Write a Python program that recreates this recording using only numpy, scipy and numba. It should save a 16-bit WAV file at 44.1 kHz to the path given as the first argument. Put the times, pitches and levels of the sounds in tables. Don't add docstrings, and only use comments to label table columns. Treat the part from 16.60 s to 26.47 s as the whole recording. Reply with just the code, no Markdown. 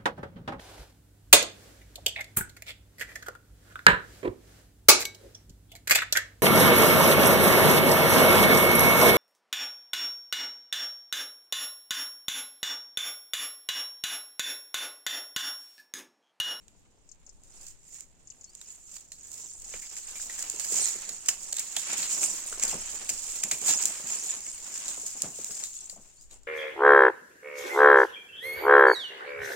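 import sys
import numpy as np
from scipy import signal
from scipy.fft import rfft, irfft, next_fast_len
from scipy.io import wavfile
from scipy.ndimage import uniform_filter1d, map_coordinates
from numba import njit

SR = 44100
rng = np.random.default_rng(int(sys.argv[2]) if len(sys.argv) > 2 else 0)


def inscribe(sig):
    pcm = np.round(np.clip(np.atleast_2d(sig).T, -1, 1) * 32767)
    wavfile.write(sys.argv[1], SR, pcm.astype(np.int16))


N = 435266


def undb(db):
    return 10 ** (np.asarray(db) / 20)


def unit(x):
    return x / np.sqrt(np.mean(x ** 2))


def sides(db, pan_db):
    return undb([db + pan_db / 2, db - pan_db / 2])


def along(table, hz):
    points = np.array(table)
    return np.interp(np.log(hz + 1), np.log(points[:, 0]), points[:, 1])


def colour(x, table, lo_hz, hi_hz):
    size = next_fast_len(N)
    hz = np.arange(size // 2 + 1) * SR / size
    edges = np.sqrt((1 + (lo_hz / (hz + 1)) ** 8) * (1 + (hz / hi_hz) ** 8))
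    gain = undb(along(table, hz)) / edges
    return irfft(rfft(x, size) * unit(gain), size)[..., :N]


def pair(table):
    size = next_fast_len(N)
    alike = np.clip(along(table, np.arange(size // 2 + 1) * SR / size), -1, 1)
    mid, side = rfft(rng.standard_normal((2, size))) * np.sqrt([(1 + alike) / 2, (1 - alike) / 2])
    return irfft([mid + side, mid - side], size)[:, :N]


def fade(x, t60):
    return signal.lfilter([1], [1, -np.exp(-np.log(1000) / (t60 * SR))], x)


def walk(rate):
    hold = int(SR / rate)
    steps = np.repeat(rng.standard_normal(N // hold + 1), hold)
    return unit(uniform_filter1d(uniform_filter1d(steps, hold), hold)[:N])


def add(track, s, sound):
    i = int(s * SR)
    track[:, i:i + sound.shape[1]] += sound[:, :N - i]


def chance_db(draw, spread_db, most):
    return np.minimum(-spread_db * np.log(1 - draw), most * spread_db)


def ring(x, hz, sharpness):
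    return signal.lfilter(*signal.iirpeak(hz, max(sharpness, .3), fs=SR), x)


def knell(t, hz, t60):
    return np.sin(2 * np.pi * hz * (t - .001)) * (t > .001) * undb(-60 * t / t60)


# (frequency [Hz], relative level [dB])
AIR_SPECTRUM = [(30, 0), (56, -5), (120, -10.5), (277, -13.5), (659, -22.5), (840, -22.5), (1020, -28.5),
                (3920, -31), (7310, -37), (8830, -35), (10700, -53), (16000, -49)]
AIR_DB, AIR_LOW_HZ = -66.5, 45


def still_air():
    air = pair([(40, 0.25), (150, 0.5), (3000, 0.)])
    air = air * undb(1.2 * walk(3.2))
    return colour(air, AIR_SPECTRUM, AIR_LOW_HZ, SR) * sides(AIR_DB, 4.2)[:, None]


# (time [s], level [dB])
WIND_LEVELS = [(0, -61.5), (1.0, -62.5), (2.0, -57), (3.0, -56.5), (3.7, -59.5), (4.8, -65), (5.5, -61),
               (6.3, -58), (7.0, -64), (7.7, -63), (9.87, -61.5)]


def gusts():
    rumble = colour(rng.standard_normal((2, N)), [(8, 5.5), (40, -10.0), (120, -25.5)], 9, 80)
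    level_db = np.interp(np.arange(N) / SR, *np.transpose(WIND_LEVELS))
    return rumble * undb(4.1 * walk(5.2) + level_db) * sides(0, 4.9)[:, None]


def crackle(rate, spread_db, t60, scatter_db, patchy_db, hush):
    moment, size, place = rng.random((3, N))
    size_db = chance_db(size, spread_db, 4)
    cracks = (moment < rate / SR) * sides(size_db, scatter_db * (2 * place - 1))
    return unit((unit(fade(cracks, t60)) + hush) * undb(patchy_db * walk(22)))


@njit
def grains(start, length, a, b, size, lag, count):
    out = np.zeros((2, count + 2048))
    for k in range(len(start)):
        now, last = size[k], 0.
        for i in range(length[k]):
            out[0, start[k] + lag[k] + i] += now
            out[1, start[k] + i] += now
            now, last = a[k] * now - b[k] * last, now
    return out


def ticking(rate, spread_db, sharpness, count):
    when, size, loud, side = rng.random((int(rate * N / SR), 4)).T
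    start = 8 + (when * (N - 8)).astype(int)
    hz = 1200 * 10 ** size
    sharp = np.maximum(sharpness * undb(5 * rng.standard_normal(len(hz))), 2)
    bunches = rng.standard_normal((count, 9 * N // SR))
    spots = [size * (count - 1), when * (bunches.shape[1] - 1)]
    bunch_db = 4.2 * map_coordinates(bunches, spots, order=1)
    gain = undb(bunch_db + chance_db(loud, spread_db, 3)) * hz / np.sqrt(sharp)
    step, damp = 2 * np.pi * hz / SR, np.pi * hz / sharp / SR
    length = np.minimum(6 / damp, 2000).astype(int)
    lag = (16 * side - 6).astype(int)
    a, b = 2 * np.exp(-damp) * np.cos(step), np.exp(-2 * damp)
    return unit(grains(start, length, a, b, gain * np.sin(step), lag, N)[:, :N])


def stray(rate, spread_db):
    when, loud, side = rng.random((int(rate * N / SR), 3)).T
    out, i = np.zeros((2, N + 8)), (when * N).astype(int)
    arrivals = [i + (8 * side).astype(int), i + 2]
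    out[[[0], [1]], arrivals] = sides(chance_db(loud, spread_db, 3), 8 * (.5 - side))
    return out[:, :N]


# (frequency [Hz], gain, sharpness)
PORT_MODES = [(7160, 2.6, 4.5), (8700, 0.8, 5.0), (5400, 0.4, 3.0)]


def ports(clicks):
    return sum(gain * ring(ring(clicks, hz, sharpness), hz, sharpness) for hz, gain, sharpness in PORT_MODES)


# (time of crest [s], treble rise [dB], middle rise [dB], build-up [s])
TUG_SWELLS = [(1.05, 12, 15.5, 0.32), (1.36, 16.5, 11.5, 0.19), (2.1, 9, 10, 0.2), (2.36, 13, 10.5, 0.17),
              (2.8, 7.5, 10.5, 0.4), (3.13, 5, 11, 0.16), (4.241, 12.5, 14, 0.34), (4.48, 6, 8.5, 0.21),
              (4.72, -2.5, 8.5, 0.12), (4.97, -7, 6.5, 0.075), (5.2, 2.5, 2, 0.091), (5.4, 2, -1, 0.068),
              (5.53, 4, -0.5, 0.066), (5.64, 5, 5.5, 0.027), (6.072, -0.5, 9, 0.14), (6.4, 1.5, 4, 0.8),
              (7.106, 8, 13, 0.13), (7.25, -5, 2.5, 0.052), (7.531, 6, 5, 0.14), (7.719, 7.5, 4, 0.17),
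              (8.3, 5.5, 11.5, 0.38), (8.5, 5, 4, 0.17), (8.64, 4, 6.5, 0.08), (9.0, 6, 5.5, 0.26),
              (9.74, 16, 15, 0.066)]
LET_GO_S, LET_GO_SHARE = 0.047, 0.35


def tugs(t):
    coarse_t = t[::44]
    out = np.zeros((2, len(coarse_t)))
    for s, db, middle_db, build_s in TUG_SWELLS:
        fall_s = LET_GO_S + LET_GO_SHARE * build_s
        gone = np.where(coarse_t < s, (s - coarse_t) / build_s, (coarse_t - s) / fall_s)
        swell = np.cos(np.pi / 2 * np.minimum(np.abs(gone), 1)) ** 2
        out += np.outer([db, middle_db], swell)
    return [np.interp(t, coarse_t, rise_db) for rise_db in out]


# (time [s], treble rustle level [dB], middle crackle level [dB],
# bass scrape level [dB], treble left minus right [dB])
STEADY_DRAG = [(0.0, -70.5, -81, -75, -5), (0.45, -78.5, -83, -74.5, -10), (0.8, -71, -82.5, -74, -6.5),
               (1.2, -64, -77, -84, -4.5), (1.56, -73.5, -79, -75, -9), (1.9, -63.5, -74, -74, -2),
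               (2.2, -62, -74, -75.5, -4.5), (2.5, -62, -78.5, -76, -5), (3.0, -53, -72.5, -70, -2.5),
               (3.3, -49, -60, -63.5, -4), (3.8, -41.5, -54, -57, -4.5), (4.62, -48.5, -62.5, -63.5, -5.5),
               (5.06, -47, -58.5, -61, -5.5), (5.3, -39, -44, -53, -3.5), (5.68, -36.5, -48.5, -48.5, -4.5),
               (5.93, -46, -55.5, -58.5, -4), (6.8, -42.5, -55, -57.5, -5), (7.3, -39.5, -49, -51, -4.5),
               (7.92, -46.5, -59, -60, -2), (9.0, -48, -64.5, -64, 1), (9.5, -59, -73, -73, 2.5),
               (9.87, -72.5, -80, -74, 2)]
# (frequency [Hz], relative level [dB])
BRUSH_SPECTRUM = [(59, -48), (100, -33), (171, -14.5), (368, -14.5), (670, -14.5), (1410, -15), (2680, -11),
                  (3700, -17.5), (4680, -16), (6180, -9), (7170, 1), (8400, -8), (9300, -15.5),
                  (9800, -22.5), (11500, -20), (15100, -16), (16500, -16)]
# (frequency [Hz], likeness, limited to -1..1)
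LIKENESS = [(60, -1.8), (300, 0.7), (700, 0.45), (1400, 0.05), (3100, 0.027), (7000, 0.022)]
BASS_HZ, TREBLE_HZ, TOP_BAND_HZ = 1007, 4630, 10830
MIDDLE_PAN_DB, BASS_PAN_DB = 0, 3.5
BASS_FOLLOWS = 0.71


def brush():
    s, *columns = np.transpose(STEADY_DRAG)
    t = np.arange(N) / SR
    db, middle_db, bass_db, pan_db = (np.interp(t, s, c) for c in columns)
    rise_db, middle_rise_db = tugs(t)
    db = db + rise_db
    middle_db = middle_db + middle_rise_db
    bass_db = bass_db + BASS_FOLLOWS * middle_rise_db

    snap_treble, clicks, snap_middle = snaps()
    fine = crackle(rate=1300.0, spread_db=7.5, t60=0.03, scatter_db=9.0, patchy_db=2, hush=0.6)
    coarse = crackle(rate=250., spread_db=3.5, t60=0.04, scatter_db=9.0, patchy_db=3, hush=0.4)
    scrape = crackle(rate=120.0, spread_db=4.5, t60=0.07, scatter_db=2.0, patchy_db=1.5, hush=0.5)
    noise = pair(LIKENESS)
    ticks = ticking(rate=2200., spread_db=2.0, sharpness=57.0, count=9)
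    clicks = clicks + sides(db + 21, pan_db) * stray(rate=60., spread_db=3.0)

    bunched = .75 * ticks * undb(2.5 * walk(15))
    treble = sides(db, pan_db) * (1.11 * fine * noise + bunched) + snap_treble * noise
    middle = sides(middle_db, MIDDLE_PAN_DB) * ((0.14 * fine + 0.87 * coarse) * noise + 0.53 * ticks)
    bass = sides(bass_db, BASS_PAN_DB) * (0.097 * coarse + 0.73 * scrape) * noise

    top = colour(treble * undb(3.4 * walk(33) - 21.5), BRUSH_SPECTRUM, TOP_BAND_HZ, SR)
    treble = colour(treble, BRUSH_SPECTRUM, TREBLE_HZ, TOP_BAND_HZ)
    middle = colour(middle, BRUSH_SPECTRUM, BASS_HZ, TREBLE_HZ)
    bass = colour(bass, BRUSH_SPECTRUM, 123, BASS_HZ)
    return top + ports(clicks) + treble + middle + bass + snap_middle


# (time [s], nominal level [dB], middle minus treble [dB], twig pitch [Hz],
# settling splinters minus first burst, nominal [dB], treble left minus right [dB])
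TWIG_BREAKS = [(0.081, -42, -16, 3140, -22, -5), (0.836, -43, -30, 4910, -9, 6),
               (0.978, -51, -30, 5000, -25, -2), (1.0112, -43, -24, 3800, -28, -4),
               (1.0665, -34.5, -19, 4580, -5, -8), (1.3438, -37, -26, 5900, -6, -6),
               (1.407, -28.5, -27, 2390, -12, -4), (1.7185, -55, -10, 2700, -25, 0),
               (1.9513, -31, -28, 3520, -16, -10), (2.013, -35.5, -14.5, 3800, -15, -8),
               (2.365, -35, -11.5, 4570, -12, -5), (2.519, -31.5, -17.5, 4300, -6.5, -3),
               (2.716, -31, -27, 4000, -26, -7), (2.730, -35, -22, 5400, -16, -7),
               (2.742, -27, -30, 5600, -28, -5), (2.7782, -35, -26, 5500, -11, -4),
               (3.0195, -32.5, -24, 4500, -23, -5), (3.0437, -37, -16, 4610, -17, -4),
               (3.1374, -35, -6, 2350, -12, -2), (3.221, -40, -16, 2220, 4.5, -2),
               (3.2673, -43, -11, 3500, -15, -1), (3.5543, -38, -15, 2390, 5, -2),
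               (3.596, -42, -9, 1670, -10, 0), (3.78, -32, -24.5, 1730, 7, -2),
               (3.3667, -28, -22.5, 2240, -23, 4), (3.697, -31, -12.5, 1950, -6, -1),
               (3.825, -21.5, -17, 4500, -24, -5), (3.8985, -20, -26, 4400, -22, -1),
               (3.997, -19.5, -15, 4530, -13, -10), (4.045, -24.5, -10, 4930, -12, -3),
               (4.1002, -30, -26, 4370, -10, 0), (4.123, -16, -37, 2560, -31, -5),
               (4.2568, -17, -32, 4290, -5, -7), (4.491, -22, -13.5, 4340, -14, -6),
               (4.6595, -24.5, -18, 5200, -7, 0), (4.6876, -11, -14.5, 2900, -22, 0),
               (4.685, -8.5, -14, 5300, -11, -6), (4.694, -21.5, -19, 1680, -20, 2),
               (4.9256, -21.5, -15, 4300, -23, -6), (4.929, -21, -26, 3040, -25, 0),
               (4.942, -24, -27, 3900, -6, -5), (4.9665, -22, -24, 3750, -22, -3),
               (4.9685, -22, -26, 3750, -24, -4), (4.983, -25.5, -9.5, 3900, -12, -5),
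               (4.9942, -17, -25, 5000, -22, 1), (4.9966, -19.5, -20, 4800, -16, -4),
               (5.0013, -28, -15, 2540, -11, 1), (5.127, -42, -10, 4240, -12, -4),
               (5.165, -17.5, -11, 3430, -9, -7), (5.371, -25, -33, 3340, 4, -4),
               (5.428, -31, -9.5, 4160, 5, -2), (5.5169, -24, -24, 2890, 3, 1),
               (5.631, -24, -11.5, 2470, -10, -3), (5.925, -30.5, -12.5, 1370, -5, 0),
               (5.997, -23.5, -15, 4500, -26, -1), (6.0241, -20.5, -19, 2400, -9, -4),
               (6.028, -15, -24, 2360, -15, 6), (6.033, -22, -18, 2400, -16, 7),
               (6.0355, -12, -25, 5700, -15, -7), (6.051, -18, -24, 5700, -22, 3),
               (6.0793, -21, -24, 4500, 2, -2), (6.0945, -26, -17, 3400, -12, -6),
               (6.113, -25, -26, 5360, -12, -1), (6.4922, -12, -22.5, 2580, -12, -4),
               (6.4977, -17, -10.5, 5340, -18, -2), (6.699, -26, -34, 4460, -2, -3),
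               (6.833, -23, -15, 2540, -5, 1), (6.8363, -13.5, -15, 5600, -23, -1),
               (6.912, -14.5, -19, 2400, -3.5, 0), (6.9146, -15, -14.5, 4160, -19, -3),
               (7.016, -22, -31, 2300, -9, -5.0), (7.0609, -21, -30, 1960, 6, -3.0),
               (7.0813, -16.5, -19, 4020, 4.5, 0), (7.2122, -22.5, -19, 5100, -2, -8),
               (7.223, -24, -22, 4940, -23, 0), (7.227, -22, -21, 4500, -20, -5),
               (7.236, -23.5, -22, 3000, -10, 3), (7.282, -26, -24, 3000, -18, -1),
               (7.255, -6, -33, 4040, -24, 0), (7.2585, -21, -28, 4200, -14, 0),
               (7.2625, -23, -24, 4200, -12, -3), (7.4715, -25, -27, 4490, -19, -5),
               (7.5, -33, -12, 5300, -14, -3), (7.979, -39, -7, 4220, -18, -2),
               (8.815, -34, -31, 4500, -15, -7), (8.9083, -30, -10.5, 5130, -6, -2),
               (7.865, -34.5, -13.5, 2250, -13, 0), (8.281, -24, -21, 3900, 0, -6),
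               (8.4646, -21, -23, 4900, -12, 2), (8.62, -9.5, -40, 3100, -22, -9),
               (8.6224, -24, -20, 5400, -14, -1), (8.8450, -17, -39, 2120, -22, -6),
               (9.037, -20.5, -21, 3860, -4.5, -2), (9.1416, -35, -32, 3280, 3, 1.5),
               (9.297, -32.5, -13, 4550, -9, 7), (9.611, -41, -28, 4400, -3, 2),
               (9.7098, -44, -9.5, 3920, -8, 5), (9.833, -45.5, -20, 4470, -13, 1)]
VOLLEY_S, THICK_DB = .0023, -18
THICK_SLOWS = .3
TIP_HZ, TIP_DB, TIP_FOLLOWS = 5300, -7, .8


def snaps():
    clicks = np.zeros((2, N + 3))
    treble, middle = np.zeros((2, N)), np.zeros((2, N))
    t = np.arange(SR // 7) / SR
    fibres = rng.standard_normal((len(TWIG_BREAKS), 2, len(t)))
    for (s, db, middle_db, hz, tail_db, pan_db), (ragged, push) in zip(TWIG_BREAKS, fibres):
        volley_s = VOLLEY_S * undb(THICK_SLOWS * (middle_db - THICK_DB))
        volley = t / volley_s * np.exp((1 - (t / volley_s) ** 2) / 2)
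        splinters = np.minimum(t / 0.011, 1) * undb(tail_db - 60 * t / 0.18)
        shape = (volley + splinters) * undb(2.0 * np.repeat(ragged, 64)[:len(t)])
        add(treble, s - .0005, np.outer(sides(db - 10.5, pan_db), shape))
        clicks[[0, 1], int(s * SR) + np.array([12, 10])] += sides(db + 16, pan_db)
        twig = shape * (1.53 * unit(ring(push, hz, 7.6)) + 0.56 * unit(ring(push, 2200, 1.0)))
        tip = undb(TIP_DB - TIP_FOLLOWS * middle_db) * knell(t, TIP_HZ * (1 + .06 * push[0]), 0.012)
        twig = twig + tip + 0.5 * knell(t, hz, 0.02)
        gains = sides(db - 3.5 + middle_db, 0.69 * pan_db + 0.5)
        add(middle, s - .001, gains[:, None] * [np.roll(twig, 3), twig])
    return treble, clicks[:, :N], middle


# (time [s], nominal level [dB], left minus right [dB])
BIRD_TICKS = [(0.49, -45, 10), (0.515, -40, 5), (0.6644, -44, 10), (0.692, -42, 10), (1.6722, -40.5, 3),
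              (1.701, -36.5, 7), (1.81, -40.5, 2), (1.842, -35.5, 3)]
PORT_HZ = 7030
RASP = .3


def ticking_bird():
    ticks, t = np.zeros((2, N)), np.arange(SR // 100) / SR
    for (s, db, pan_db), rasp in zip(BIRD_TICKS, rng.standard_normal((len(BIRD_TICKS), len(t)))):
        flutter = 1 + RASP * uniform_filter1d(rasp, size=30)
        drop_hz = (4000 + 3900 * np.exp(-t / 0.0034)) * flutter
        envelope = np.minimum(t / 0.00065, 1) * undb(-60 * t / 0.027)
        tick = np.sin(2 * np.pi * np.cumsum(drop_hz) / SR) * envelope
        add(ticks, s, np.outer(sides(db, pan_db), 0.25 * tick + ring(tick, PORT_HZ, 7.0)))
    u = np.arange(SR // 8) / SR
    trunks = rng.standard_normal((2, len(u))) * undb(-19 - 60 * u / 0.06)
    return ticks + signal.oaconvolve(ticks, trunks, axes=1)[:, :N]


# (time [s], pitch [Hz], level [dB])
BIRD_WHISTLES = [
    [(1.846, 4180, -68), (1.89, 4500, -66), (1.915, 4900, -64), (1.932, 5060, -67), (1.957, 4450, -67)],
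    [(9.57, 4250, -67), (9.595, 4750, -60), (9.622, 5200, -62), (9.655, 4500, -72)],
]


def whistling_bird():
    out = np.zeros((2, N))
    for call in BIRD_WHISTLES:
        s, hz, db = np.transpose(call)
        u = np.arange(s[0], s[-1], 1 / SR)
        glide_hz = uniform_filter1d(np.interp(u, s, hz), size=500) + 60 * walk(200)[:len(u)]
        tone = np.sin(2 * np.pi * np.cumsum(glide_hz) / SR)
        tone = tone * signal.windows.tukey(len(u), .15) * undb(4 * walk(160)[:len(u)])
        add(out, s[0], sides(np.interp(u, s, db), 1.5) * tone)
    return out


# (time [s], nominal level [dB],
# nominal pitch [Hz], sagging from 1.24 to 0.55 times it, nominal soil rumble minus knock [dB])
BLOWS = [(3.139, -32, 530, -23), (3.94, -34, 402, -24), (4.121, -27, 446, -18.5), (4.188, -34.5, 740, -16),
         (4.355, -33.5, 458, -22), (4.492, -40, 570, -14), (4.688, -50, 766, -7), (4.93, -37, 654, -32),
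         (5.169, -27.5, 790, -28), (5.382, -42, 423, -4), (5.527, -44, 273, -12), (5.68, -36, 730, -16),
         (5.925, -34, 470, -33), (5.994, -37, 537, -21), (6.128, -26.5, 812, -11.5),
         (6.499, -35.5, 705, -13), (6.847, -33.5, 201, -12.5), (6.919, -31.5, 720, -14),
         (7.015, -36, 259, -11), (7.088, -24, 760, -21.5), (7.439, -38.5, 199, -11), (8.433, -39, 490, -17),
         (8.634, -32.5, 590, -6), (8.788, -30, 503, -22), (8.893, -39, 517, -13.5), (9.327, -42, 585, -18),
         (9.363, -40.5, 700, -14)]


def knocks():
    out, t = np.zeros((2, N)), np.arange(SR // 4) / SR
    for (s, db, hz, soil_db), push in zip(BLOWS, rng.standard_normal((len(BLOWS), len(t)))):
        sag_hz = hz * (0.554 + 0.685 * np.exp(-t / 0.0065))
        wood = np.sin(2 * np.pi * np.cumsum(sag_hz) / SR) * t / 0.0066 * np.exp(1 - t / 0.0023)
        soil = unit(ring(push, 213, 1.5)) + 0.3 * unit(ring(ring(push, 450, 0.99), 450, 0.99))
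        soil = soil * np.minimum(t / 0.012, 1) * undb(soil_db - 60 * t / 0.25)
        add(out, s, np.outer(sides(db, BASS_PAN_DB), wood + soil))
    return out


def scene():
    return still_air() + gusts() + brush() + ticking_bird() + whistling_bird() + knocks()


TOP_HZ = 16000
CEILING = .6


def record(dry):
    rounded = CEILING * np.tanh(dry / CEILING)
    return signal.sosfilt(signal.ellip(10, .2, 75, TOP_HZ, fs=SR, output="sos"), rounded)


dry = scene()
out = record(dry)
inscribe(out)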